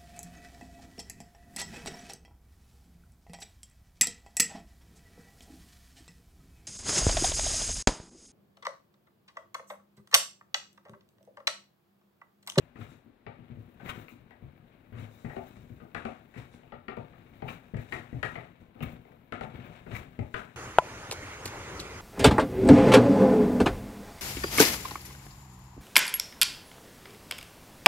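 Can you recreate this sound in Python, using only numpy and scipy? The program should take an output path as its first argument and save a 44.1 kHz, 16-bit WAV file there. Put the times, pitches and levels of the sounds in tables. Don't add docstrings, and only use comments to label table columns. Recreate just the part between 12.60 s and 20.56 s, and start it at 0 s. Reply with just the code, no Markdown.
import sys
import numpy as np
from scipy import signal
from scipy.fft import rfft, irfft, next_fast_len
from scipy.io import wavfile

SR = 44100
rng = np.random.default_rng(int(sys.argv[2]) if len(sys.argv) > 2 else 0)


def to_wav(s):
    ch = np.atleast_2d(s).T
    pcm = np.round(np.clip(ch, -1, 1) * 32767)
    wavfile.write(sys.argv[1], SR, pcm.astype(np.int16))


N = 351036
SIZE = next_fast_len(N + SR)
HZ = np.maximum(np.arange(SIZE // 2 + 1) * SR / SIZE, 1)

# (time [s], smack level [dB], pitch of the cupped air [Hz], hollow pop re smack [dB],
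# crisp edge re smack [dB], length [s])
SLAPS = [(0.157, -50.5, 1310, -3, -39, 0.043), (0.209, -50, 1240, -13, -30, 0.035),
         (0.342, -61.5, 1500, -2, -12, 0.017), (0.6655, -38, 1270, 3, -36, 0.013),
         (1.199, -52.5, 1520, 1.5, -30, 0.046), (1.26, -48.5, 2090, -12, -24, 0.071),
         (1.483, -43, 2500, -14, -29, 0.0073), (1.708, -49, 1710, 0.5, -25, 0.012),
         (2.3256, -55, 1110, -0.5, -34, 0.17), (2.647, -46.5, 1920, 6.5, -28, 0.037),
         (2.697, -50, 1760, 6.5, -29, 0.065), (2.765, -39.5, 1030, 13, -27, 0.016),
         (3.2, -55, 1220, 2.5, -29, 0.068), (3.3476, -29, 1500, -3.5, -22, 0.017),
         (3.4523, -31.5, 1040, 4, -22.5, 0.013), (3.74, -54.5, 2200, -2, -27, 0.049),
         (3.757, -52.5, 2140, -21, -22, 0.041), (4.032, -59.5, 2700, 14, -23, 0.0088),
         (4.077, -58, 3000, -3, -23, 0.01), (4.121, -42, 1330, 6.5, -49, 0.017),
         (4.2825, -33, 1420, 1, -34, 0.015), (4.369, -43.5, 1260, 11.5, -23, 0.017),
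         (4.532, -54.5, 1140, 3, -27, 0.018), (4.8217, -39, 1350, 13, -36, 0.01),
         (5.142, -47, 1860, 10.5, -23, 0.021), (5.168, -48, 2080, -6, -10.5, 0.03),
         (5.3239, -28, 1910, -3, -22.5, 0.019), (5.53, -53.5, 1880, 6, -21, 0.019),
         (5.6294, -24, 1710, -6, -20, 0.016), (5.755, -38.5, 2030, 0, -39, 0.034),
         (6.153, -63, 1220, 12.5, -37, 0.057), (6.206, -42, 2700, 4, -30, 0.013),
         (6.451, -60, 2250, 14.5, -19, 0.0088), (6.52, -55.5, 1050, 6, -18, 0.016),
         (6.7232, -30, 1420, -1.5, -24, 0.011), (6.81, -34, 1080, 8.5, -19.5, 0.01),
         (7.264, -49.5, 1680, 8.5, -27, 0.029), (7.3193, -44.5, 1690, -15, -26, 0.025),
         (7.591, -40.5, 2280, 10, -18.5, 0.0095), (7.7418, -28, 1440, -5.5, -21.5, 0.025)]
# (time [s], shake level [dB], pitch [Hz], shake length [s])
THUMPS = [(0.157, -51.5, 260, 0.044), (0.192, -45.5, 98, 0.08), (0.462, -55, 286, 0.019),
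          (0.663, -48, 150, 0.057), (0.79, -49, 124, 0.043), (0.9, -44.5, 116, 0.045),
          (0.972, -44, 103, 0.021), (1.232, -46, 120, 0.036), (1.358, -44.5, 106, 0.0083),
          (1.524, -52.5, 263, 0.016), (1.6, -58.5, 132, 0.05), (1.824, -46.5, 138, 0.052),
          (2.322, -45.5, 99, 0.22), (2.384, -43.5, 108, 0.06), (2.646, -34.5, 110, 0.028),
          (2.769, -42, 273, 0.017), (3.103, -44.5, 101, 0.021), (3.22, -49.5, 255, 0.052),
          (3.348, -46.5, 148, 0.094), (3.451, -41.5, 225, 0.066), (3.763, -42, 113, 0.049),
          (4.129, -46.5, 100, 0.047), (4.28, -50.5, 198, 0.12), (4.376, -41, 139, 0.023),
          (4.825, -39.5, 146, 0.046), (5.137, -32, 113, 0.064), (5.326, -50.5, 146, 0.028),
          (5.528, -34, 96, 0.045), (5.632, -41.5, 154, 0.062), (5.763, -48, 140, 0.064),
          (6.157, -52, 253, 0.05), (6.208, -38, 107, 0.068), (6.722, -45.5, 256, 0.072),
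          (6.813, -43.5, 170, 0.16), (7.265, -47.5, 168, 0.088), (7.312, -46, 101, 0.081),
          (7.59, -29.5, 94, 0.009), (7.741, -44.5, 87, 0.056)]
# (time of full force [s], hold [s], rumble [dB], squelch [dB],
# flour rasp [dB], finest dust [dB])
STROKES = [(0.0, 0.03, -55, -60.5, -77.5, -79), (0.206, 0.039, -51.5, -56, -69, -69),
           (0.3, 0.036, -55.5, -64.5, -69.5, -70), (0.998, 0.016, -69, -75, -84, -81),
           (1.259, 0.043, -48.5, -49.5, -70, -65), (1.29, 0.0084, -58, -52.5, -62.5, -59),
           (1.359, 0.057, -47, -55.5, -66.5, -60), (1.499, 0.024, -71, -77, -70, -63),
           (1.828, 0.03, -71, -64.5, -90, -78), (2.405, 0.009, -53.5, -52, -66, -66),
           (2.554, 0.015, -75, -65, -87, -73), (2.787, 0.04, -65, -67, -88, -81),
           (3.778, 0.042, -48, -53.5, -65.5, -69), (3.936, 0.0082, -61, -62.5, -69, -79),
           (4.902, 0.013, -44, -48.5, -61.5, -59), (5.196, 0.13, -61, -58.5, -73.5, -69),
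           (5.335, 0.013, -44, -50.5, -58, -64), (5.552, 0.0053, -65, -59.5, -74, -85),
           (5.654, 0.016, -63, -58, -72, -72), (6.011, 0.01, -57, -65.5, -79.5, -74),
           (6.242, 0.0095, -45, -50, -67.5, -57), (6.307, 0.024, -51, -58.5, -71, -69),
           (6.948, 0.065, -46.5, -52.5, -76, -75), (7.044, 0.071, -48.5, -55.5, -78, -73),
           (7.132, 0.051, -68, -55, -73, -75), (7.327, 0.016, -40.5, -51.5, -78, -72),
           (7.357, 0.0079, -46, -46, -57, -55.5), (7.771, 0.02, -55, -66, -61.5, -72)]
# (time [s], weight on the wood as rumble [dB],
# fingers on flour as rasp [dB])
HANDLING = [(0.0, -66, -94), (0.45, -87, -97), (0.63, -85, -108), (0.8, -60, -94), (1.1, -60, -85),
            (1.65, -64.5, -93), (2.3, -61.5, -88.5), (2.52, -61.5, -72), (2.97, -55.5, -74),
            (3.3, -62, -84), (4.0, -61, -84), (4.25, -66, -91), (4.5, -58, -84), (4.75, -54.5, -80.5),
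            (5.1, -59.5, -82), (5.8, -58.5, -79), (6.12, -63.5, -100), (6.4, -60.5, -85), (6.7, -63, -93),
            (7.1, -59, -77.5), (7.5, -58.5, -82), (7.96, -60, -78.5)]
# (time [s], level [dB], pitch [Hz], length [s],
# flour [dB], dust [dB])
PUFFS = [(1.288, -34, 2560, 0.018, -48.5, -47), (4.877, -37.5, 2360, 0.014, -63, -51),
         (6.222, -38, 2530, 0.014, -55.5, -43), (7.345, -41.5, 2040, 0.023, -57, -51)]
# (time [s], pitch [Hz], level [dB])
SQUEAKS = [(6.459, 11700, -92), (6.51, 12400, -83), (6.55, 13300, -79), (6.6, 12900, -83),
           (6.65, 13300, -79), (6.69, 13100, -84), (6.72, 11800, -92), (6.73, 10500, -120),
           (6.84, 10500, -100), (6.88, 10700, -86), (6.94, 11900, -83), (6.99, 12300, -83),
           (7.02, 12000, -100)]
# (time [s], level before the port balance [dB])
TICKS = [(2.5127, -48), (3.941, -44), (5.0832, -52), (6.365, -47)]
# (frequency [Hz], width [Hz], level [dB])
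TABLE_LOW = [(99.4, 150, -6), (128.7, 29.4, 10), (244.4, 13.8, -3), (306, 15, -1.5)]
# (frequency [Hz], width [Hz], level [dB])
TABLE_HIGH = [(685, 27, -19), (1280, 163, 6), (1890, 120, -15), (3830, 58, -22)]
# (frequency [Hz], density [dB per Hz])
SMACK_SPECTRUM = [(470, -7.5), (800, -23.5), (969, -8.5), (1280, 1.5), (1740, -6.5), (1920, -2),
                  (2300, -4.5), (5000, -29), (6500, -60), (11000, -120)]
# (frequency [Hz], density [dB per Hz])
HOLLOW_SPECTRUM = [(250, -22.5), (380, 1.5), (550, -0.5), (760, 3), (950, -10.5), (1300, -24), (2200, -100)]
# (frequency [Hz], density [dB per Hz])
THUD_SPECTRUM = [(12, -60), (20, -10), (111, -1.5), (172, -5), (251, -1), (312, -3.5), (715, -15.5),
                 (872, -45.5), (1500, -40.5), (1950, -52), (3300, -120)]
# (frequency [Hz], density [dB per Hz])
SQUELCH_SPECTRUM = [(180, -31.5), (300, -7), (645, -1), (1040, -7), (1900, -6), (2070, -9), (2190, -5),
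                    (3860, -18), (5000, -32.5), (6500, -70), (11000, -120)]
# (frequency [Hz], density [dB per Hz])
RASP_SPECTRUM = [(2350, -32), (3800, 8.5), (4130, -0.5), (4960, -4), (7110, -1), (9890, -7.5),
                 (12000, -9.5), (15600, -48), (22000, -120)]
# (frequency [Hz], density [dB per Hz])
DUST_SPECTRUM = [(8000, -27), (11500, -11.5), (14000, -7), (15200, -3.5), (15900, -1.5)]
# (frequency [Hz], time to fall 60 dB [s])
KITCHEN_T60 = [(100, 0.19), (400, 0.26), (1500, 0.35), (5000, 0.11), (14000, 0.16)]
# (frequency [Hz], loss re left port [dB])
SHADOW = [(60, 1), (110, 7), (200, 8.5), (380, 9), (700, 12), (1290, 12.5), (2380, 13.5), (4400, 7),
          (8120, 17), (15000, 6)]
# (frequency [Hz], likeness [0 to 1, clipped])
ALIKE = [(60, 0.86), (250, 1), (700, 0.2), (2000, 0.15), (8000, 0.16)]
# (frequency [Hz], density [dB per Hz])
ROOM_TONE_SPECTRUM = [(12, -41), (20, -8), (44, -1), (110, -2.5), (186, -5), (240, 7), (308, -2.5),
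                      (637, -7), (967, -12), (2360, -17.5), (3300, -24.5), (3800, -24), (5930, -43.5),
                      (15800, -49)]

CUPPED_DB, CUPPED_LOSS, CUPPED_PER_OCTAVE_DB = -5.5, 0.17, 4.5
HOLLOW_LONGER, CRISP_SHORTER = 1.8, 0.44
KNOCK_DB = 27.5
CONTACT_HZ = 320.0
LEAN_IN_DB_PER_S, HOLD_SAG_DB_PER_S, LET_GO_DB_PER_S = 295, 53, 191
DUST_CLEARS = 1.16
SETTLE_DB, SETTLE_FLOUR_DB, SETTLE_DB_PER_S = -19.5, -14.5, 113
HANDLING_SQUELCH_DB, HANDLING_DUST_DB, HANDLING_DUST_FOLLOWS = -9.0, -37.5, 0.46
PUFF_RISE_S, PUFF_FADE_DB_PER_S, PUFF_OVERTONE = 0.0057, 1500.0, 1.22
PORT_LAG = 17
ROOM_TONE_DB = -64.5
CUTOFF_HZ = 16150


def slaps(rows):
    s, smack_db, hz, hollow_db, crisp_db, length = np.transpose(rows)
    cupped_db = CUPPED_DB - CUPPED_LOSS * smack_db + CUPPED_PER_OCTAVE_DB * np.log2(hz / 1500)
    smack = bursts(s, smack_db, length, 0.00038, 16.0, hz, sharp=4.6, pitch_db=cupped_db)
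    hollow = bursts(s, smack_db + hollow_db, HOLLOW_LONGER * length, 0.0015, 8.9)
    crisp = bursts(s, smack_db + crisp_db, CRISP_SHORTER * length, 0.00014, 19.0)
    on_wood = colour(smack, SMACK_SPECTRUM) + colour(hollow, HOLLOW_SPECTRUM)
    return body(on_wood, TABLE_HIGH, ring_db=-0.5) + colour(crisp, RASP_SPECTRUM)


def thumps():
    s, shake_db, hz, length = np.transpose(THUMPS)
    blows = bursts(s, shake_db, length, 0.0013, KNOCK_DB, hz, sharp=2.6, pitch_db=7.5)
    soft = np.exp(-2 * np.pi * CONTACT_HZ / SR)
    blows = signal.lfilter([1 - soft], [1, -soft], blows)
    return body(colour(blows, THUD_SPECTRUM), TABLE_LOW, ring_db=-2.0)


def pushing(gains):
    slip_db = 3.5 * drift(40.0)
    kneading = colour(grit(200, 3.0), THUD_SPECTRUM)
    rumble = amp(3.73 * drift(43.0)) * rms_one(body(kneading, TABLE_LOW, ring_db=7.0))
    squelch = amp(slip_db) * colour(grit(2000, 3.0), SQUELCH_SPECTRUM)
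    rasp = amp(0.53 * slip_db) * colour(grit(8200, 0.76), RASP_SPECTRUM)
    dust = amp(3.5 * drift(30.0)) * colour(grit(9000, 4.2), DUST_SPECTRUM)
    return np.sum(gains * [rumble, squelch, rasp, dust], axis=0)


def efforts():
    s, hold, rumble_db, squelch_db, rasp_db, dust_db = np.transpose(STROKES)
    hit, smack_db, _, _, crisp_db, length = np.transpose(SLAPS)
    at, weight_db, finger_db = np.transpose(HANDLING)
    t = np.arange(N) / SR
    weight_db = np.interp(t, at, weight_db)
    finger_db = np.interp(t, at, finger_db)

    def stroke(db, speed=1):
        return swells(s, hold, db, speed * LEAN_IN_DB_PER_S, speed * LET_GO_DB_PER_S)

    def settle(db):
        return swells(hit + length, 0 * hit, db, 2000, SETTLE_DB_PER_S)

    rumble = stroke(rumble_db) + amp(2 * weight_db)
    squelch = stroke(squelch_db) + settle(smack_db + SETTLE_DB)
    squelch += amp(2 * (weight_db + HANDLING_SQUELCH_DB))
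    rasp = stroke(rasp_db) + settle(smack_db + crisp_db + SETTLE_FLOUR_DB) + amp(2 * finger_db)
    dust = stroke(dust_db, DUST_CLEARS)
    dust += amp(2 * (HANDLING_DUST_DB + HANDLING_DUST_FOLLOWS * finger_db))
    return np.sqrt([rumble, squelch, rasp, dust])


def swells(times, holds, levels_db, rise_db_per_s, fall_db_per_s):
    late = np.arange(0, N + 64, 64) / SR - np.c_[times]
    hold = np.maximum(np.c_[holds], 0)
    lean_in = rise_db_per_s * np.minimum(late, 0)
    sag = HOLD_SAG_DB_PER_S * np.clip(late, 0, hold)
    let_go = fall_db_per_s * np.maximum(late - hold, 0)
    power = np.sum(amp(2 * (np.c_[levels_db] + lean_in - sag - let_go)), axis=0)
    return np.interp(np.arange(N) / 64, np.arange(late.shape[1]), power)


def puffs():
    out, t = np.zeros(N), np.arange(N) / SR
    air, flour, dust = (colour(grit(6000, 2.0), shape)
                        for shape in (SMACK_SPECTRUM, RASP_SPECTRUM, DUST_SPECTRUM))
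    for s, level_db, hz, length, flour_db, dust_db in PUFFS:
        fade = amp(-PUFF_FADE_DB_PER_S * np.maximum(t - s - length, 0))
        gate = np.clip((t - s) / PUFF_RISE_S, 0, 1) * fade
        slit = air + amp(6.0) * resonance(air, hz, hz / 6.6)
        slit = slit - amp(12.5) * resonance(air, PUFF_OVERTONE * hz, hz / 4.0)
        out += gate * (amp(level_db) * slit + amp(flour_db) * flour + amp(dust_db) * dust)
    return out


def squeak():
    s, hz, level_db = np.transpose(SQUEAKS)
    t = np.arange(N) / SR
    pitch = np.interp(t, s, hz) + 200 * drift(90.0)
    flutter_db = np.interp(t, s, level_db, -200, -200) + 3.3 * drift(60.0)
    return amp(flutter_db) * np.sin(2 * np.pi * np.cumsum(pitch) / SR)


def ticks():
    s, level_db = np.transpose(TICKS)
    tick = colour(bursts(s, level_db, 0.0011, 0.0003, 3.6), SQUELCH_SPECTRUM)
    return tick * amp([[-3.0], [3.0]])


def kitchen(x, wet_db):
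    t, tails = np.arange(SR) / SR, 0
    for low in 30 * 2. ** np.arange(9):
        octave = signal.butter(2, [low, 2 * low], "band", fs=SR, output="sos")
        band = signal.sosfilt(octave, rng.standard_normal((2, SR)))
        decay = amp(-60 * t / at_hz(KITCHEN_T60, low * np.sqrt(2)))
        tails = tails + band * decay * (1 - np.exp(-t / 0.0067))
    left, right = ports(*rfft(amp(wet_db) * tails, SIZE))
    scatter = rng.standard_normal(SR) * amp(-60 * t / 0.0029)
    scatter /= np.sqrt(np.sum(scatter ** 2))
    straight, bent = ports(0.92, rfft(scatter, SIZE))
    response = np.array([straight + left, (bent + right) * shadow()])
    return irfft(rfft(x, SIZE) * response, SIZE)[:, :N]


def shadow():
    return amp(-at_hz(SHADOW, HZ)) * np.exp(-2j * np.pi * HZ * PORT_LAG / SR)


def ports(left, other):
    alike = np.clip(at_hz(ALIKE, HZ), 0, 1)
    return left, alike * left + np.sqrt(1 - alike ** 2) * other


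def room_tone():
    noise = rfft(rng.standard_normal((2, SIZE))) * amp(at_hz(ROOM_TONE_SPECTRUM, HZ))
    left, right = ports(*noise)
    air = rms_one(irfft([left, right], SIZE)[:, :N])
    return amp(ROOM_TONE_DB) * air * amp([[3.5], [-3.5]])


def bursts(times, levels_db, lengths, rises, cracks_db, pitches=None, sharp=3.0, pitch_db=8.0):
    out, t = np.zeros(N + SR), np.arange(SR // 3) / SR
    rows = np.broadcast(times, levels_db, lengths, rises, cracks_db, pitch_db)
    for k, (s, level_db, length, rise, crack_db, favour_db) in enumerate(rows):
        envelope = amp(-20 * t / max(length, .002)) * (1 - np.exp(-t / max(rise, .0001)))
        burst = envelope * rng.standard_normal(len(t))
        burst[0] = amp(crack_db)
        if pitches is not None:
            burst += amp(favour_db) * resonance(burst, pitches[k], pitches[k] / sharp)
        start = round(s * SR)
        out[start:start + len(t)] += amp(level_db) * burst
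    return out[:N]


def grit(per_s, spread_db):
    sizes = amp(spread_db * np.minimum(rng.exponential(1, N), 5)) * rng.choice([-1, 1], N)
    return rms_one(sizes * (rng.random(N) < per_s / SR))


def body(x, modes, ring_db):
    ring = 0
    for k, (hz, width_hz, db) in enumerate(modes):
        ring = ring + (-1) ** k * amp(db + ring_db) * resonance(x, hz, width_hz)
    return x + ring


def resonance(x, hz, width_hz):
    r = np.exp(-np.pi * width_hz / SR)
    poles = [1, -2 * r * np.cos(2 * np.pi * hz / SR), r * r]
    return (1 - r * r) / 2 * signal.lfilter([1, 0, -1], poles, x + 1e-18)


def colour(x, spectrum):
    hz = np.maximum(np.arange(4097) * SR / 8192, 1)
    cepstrum = irfft(at_hz(spectrum, hz) * np.log(10) / 20)
    cepstrum[1:4096] *= 2
    cepstrum[4097:] = 0
    pulse = irfft(np.exp(rfft(cepstrum)))
    return signal.fftconvolve(x, pulse / np.sqrt(np.sum(pulse ** 2)))[:N]


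def drift(rate):
    r = np.exp(-2 * np.pi * rate / SR)
    wander = signal.lfilter([1], [1, -2 * r, r * r], rng.standard_normal(N + SR))
    return rms_one(wander[SR:])


def at_hz(points, hz):
    table_hz, values = np.transpose(points)
    return np.interp(np.log(hz), np.log(table_hz), values)


def rms_one(x):
    return x / np.sqrt(np.mean(x ** 2) + 1e-20)


def amp(db):
    return 10 ** (np.asarray(db) / 20)


def scene():
    hands = sum(kitchen(slaps(SLAPS[spot::3]), wet_db=-29.5) for spot in range(3))
    lump = kitchen(thumps(), wet_db=-25.5)
    gains = efforts()
    rubbing = kitchen(pushing(gains) + squeak() + puffs(), wet_db=-35.0)
    rubbing = rubbing + kitchen(pushing(gains), wet_db=-30.0)
    return hands + lump + rubbing + ticks() + room_tone()


def record(dry):
    hiss = amp(-87.0) * rng.standard_normal(dry.shape)
    return signal.sosfilt(signal.cheby2(20, 70, CUTOFF_HZ, fs=SR, output="sos"), dry + hiss)


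dry = scene()
out = record(dry)
to_wav(out)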